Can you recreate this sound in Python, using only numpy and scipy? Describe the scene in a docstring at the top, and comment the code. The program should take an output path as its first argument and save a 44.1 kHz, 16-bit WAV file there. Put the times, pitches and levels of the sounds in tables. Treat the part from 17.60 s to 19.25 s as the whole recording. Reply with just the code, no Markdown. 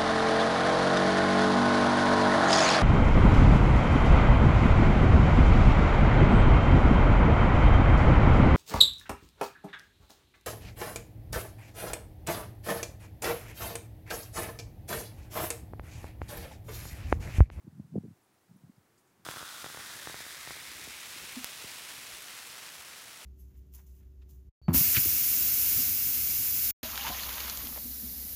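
"""A still, snow-covered backyard, heard from a hand-held camera that is being turned.
Faint far air, a distant rush and even microphone hiss, all shaped noise, lie under a few tiny rustles.
In front, dull bumps and low rubbing come in two flurries, most likely from the grip on the case:
soft pushes and tiny slips, each leaving a brief low ring."""
import sys
import numpy as np
from scipy import signal
from scipy.fft import rfft, irfft
from scipy.io import wavfile

SR = 44100
rng = np.random.default_rng(int(sys.argv[2]) if len(sys.argv) > 2 else 0)


def dump_mix(stems):
    """Bounce the given channels to the path in sys.argv[1] as a 16-bit WAV at rate SR."""
    frames = np.atleast_2d(stems).T  # one column per channel
    limited = np.clip(frames, -1, 1)  # hard clip at full scale
    pcm = np.round(limited * 32767).astype(np.int16)
    wavfile.write(sys.argv[1], SR, pcm)


N = 72765


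def from_db(db):
    """Decibels to gain."""
    return 10 ** (np.asarray(db) / 20)


def unit_rms(x):
    """Scale to unit power."""
    return x / np.sqrt(np.mean(x ** 2) + 1e-20)


def gain_curve(rows):
    """Gain per sample from (time_s, level_db) points."""
    return from_db(np.interp(np.arange(N) / SR, *np.transpose(rows)))


def butter(x, hz, kind, order):
    """Causal Butterworth filter."""
    return signal.sosfilt(signal.butter(order, hz, kind, fs=SR, output="sos"), x)


def coloured_noise(spectrum):
    """Unit-power noise shaped by (freq_hz, relative_db) points."""
    hz, db = np.transpose(spectrum)
    bins_hz = np.maximum(np.fft.rfftfreq(N, 1 / SR), 1)
    gain = from_db(np.interp(np.log(bins_hz), np.log(hz), db))
    return unit_rms(irfft(rfft(rng.standard_normal(N)) * gain, N))


def add(out, start_s, sound):
    """Mix a sound in at start_s."""
    i = int(start_s * SR)
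    out[i:i + len(sound)] += sound[:N - i]


# freq_hz, relative_db
AIR_SPECTRUM = [(25, -26), (50, -14.5), (100, 1.5), (190, -5), (350, 1), (500, -7.5), (800, -6),
                (1300, -11), (2000, -15.5), (3000, -27.5), (6000, -35)]
# time_s, level_db
AIR_LEVEL = [(0, -71.5), (.9, -72.5), (1.65, -71.5)]


def far_air():
    """Still air: low, nearly steady noise."""
    return gain_curve(AIR_LEVEL) * coloured_noise(AIR_SPECTRUM)


# freq_hz, relative_db
RUSH_SPECTRUM = [(300, -19.5), (800, -5.5), (1400, -0.5), (2100, -2.5), (3000, -12.5), (6000, -27)]
# time_s, level_db
RUSH_LEVEL = [(0, -91), (.7, -84.5), (1.1, -85.5), (1.3, -79), (1.42, -81), (1.65, -78.5)]


def distant_rush():
    """Faint midrange noise, swelling towards the end."""
    return gain_curve(RUSH_LEVEL) * coloured_noise(RUSH_SPECTRUM)


# freq_hz, relative_db
HISS_SPECTRUM = [(100, 0.5), (1500, 1), (3000, -0.5), (5000, -1), (8000, -1.34), (11000, -2), (15500, -4)]
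# time_s, level_db
HISS_LEVEL = [(0, -75.5), (.6, -74), (1.65, -74.5)]


def mic_hiss():
    """Microphone self-noise, nearly white."""
    return gain_curve(HISS_LEVEL) * coloured_noise(HISS_SPECTRUM)


# start_s, length_s, level_db, centre_hz, width_octaves
RUSTLES = [(0.63, 0.026, -75.5, 10000, .3), (.725, .035, -81, 9900, 0.28), (0.782, .008, -77.5, 4600, .25),
           (.966, 0.01, -70.5, 10800, .35), (1.163, 0.0048, -72, 4700, 0.18),
           (1.375, .011, -75, 4850, 0.18), (1.377, 0.013, -71, 7600, 0.41), (1.379, 0.044, -74, 8200, 1),
           (1.461, 0.057, -79, 7150, .5)]


def rustles():
    """Short, thin brushes of noise that rise quickly and fade."""
    out = np.zeros(N)
    t = np.arange(SR // 8) / SR
    for start_s, length_s, level_db, centre_hz, width_octaves in RUSTLES:
        band_hz = centre_hz * 2 ** (np.array([-.5, .5]) * width_octaves)
        noise = unit_rms(butter(rng.standard_normal(len(t)), band_hz, "band", order=2))
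        power = np.interp(t, [0, .25 * length_s, length_s], [0, 1, 0])
        add(out, start_s, from_db(level_db) * noise * np.sqrt(power))
    return out


def case_response(force, highpass_hz, lowpass_hz):
    """Soft contact dulls the force; the case drops the bass, leaving a brief low ring."""
    dulled = butter(force, lowpass_hz, "low", order=7)
    return butter(dulled, highpass_hz, "high", order=3)


# time_s, level_db
RUBBING_LEVEL = [(0, -66.5), (.06, -64.5), (.10, -65), (.15, -56.5), (.22, -53.5), (.275, -61),
                 (.33, -49.5), (.39, -54.5), (.47, -51.5), (.52, -62.5), (.55, -85), (.86, -87.5),
                 (.90, -64), (.96, -61), (1.0, -68.5), (1.06, -59), (1.13, -78.5), (1.55, -82.5),
                 (1.6, -71.5), (1.65, -74.5)]


def grip_rubbing():
    """Tiny random slips through the case, stronger as the grip shifts."""
    slips_per_s, spread_db = 600, 5
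    slips = (rng.random(N) < slips_per_s / SR) * rng.choice([-1, 1], N)
    force = slips * from_db(spread_db * rng.standard_normal(N))
    rub = case_response(force, highpass_hz=125.3, lowpass_hz=217.3)
    return gain_curve(RUBBING_LEVEL) * unit_rms(rub)


# start_s, level_db, highpass_hz, lowpass_hz
BUMPS = [(0.0418, -47, 98.5, 194), (0.067, -44.5, 238, 335), (0.0747, -34.5, 75, 265),
         (0.1228, -46, 149.5, 181), (0.149, -47.5, 77, 204), (0.164, -49, 130, 215),
         (0.1805, -45.5, 131, 215), (0.1952, -31, 105, 257), (0.2413, -43, 138, 185),
         (0.319, -41, 174, 174), (0.3394, -35.5, 134, 287), (0.3446, -34.5, 120, 306),
         (0.355, -25.5, 433, 433), (0.358, -20.5, 95, 220.5), (0.3605, -26.5, 77, 187),
         (0.3721, -28.5, 88.3, 192), (0.3753, -36, 424, 469), (0.3781, -22, 79.7, 258),
         (0.4019, -43, 183, 196), (0.435, -41, 194, 388), (0.4383, -38, 212, 211),
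         (0.4492, -42.5, 395, 395), (0.4578, -42, 289, 292), (0.4781, -39.5, 135, 218),
         (0.507, -41.5, 76, 261), (0.526, -56.5, 110, 214), (0.8897, -53, 150, 196),
         (0.9068, -48, 129, 210), (0.9408, -52.5, 91, 197), (0.9577, -49, 101, 286), (1.033, -47, 125, 227),
         (1.039, -48, 152, 173), (1.06, -51, 71, 175), (1.0923, -45, 233, 235), (1.176, -50, 62.5, 201),
         (1.594, -62, 119, 221)]


def case_bumps():
    """Soft pushes on the case, each dragging into a muffled scuff of friction."""
    scuff_db, scuff_s = -30.5, 0.0089  # level relative to the thud's peak
    out = np.zeros(N)
    push = signal.unit_impulse(SR // 8)
    t = np.arange(len(push)) / SR
    drag = np.sin(np.pi * np.minimum(t / scuff_s, 1))
    for start_s, level_db, highpass_hz, lowpass_hz in BUMPS:
        thud = case_response(push, highpass_hz, lowpass_hz)
        thud /= np.abs(thud).max()
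        friction = butter(rng.standard_normal(len(t)), hz=723, kind="low", order=5)
        friction = butter(friction, hz=408, kind="high", order=2)
        scuff = from_db(scuff_db) * drag * unit_rms(friction)
        add(out, start_s, from_db(level_db) * (thud + scuff))
    return out


def scene():
    """Quiet yard under handling sounds that lose their deep bass in the microphone; mono."""
    mic_highpass_hz = 92
    low_cut = signal.ellip(4, .2, 25, mic_highpass_hz, "high", fs=SR, output="sos")
    handling = signal.sosfilt(low_cut, case_bumps() + grip_rubbing())
    return (handling + rustles() + far_air() + distant_rush() + mic_hiss())[None]


def record(dry):
    """Steep cut of the top treble."""
    lowpass_hz = 15760
    return signal.sosfilt(signal.ellip(12, .1, 70, lowpass_hz, fs=SR, output="sos"), dry)


dry = scene()
out = record(dry)
dump_mix(out)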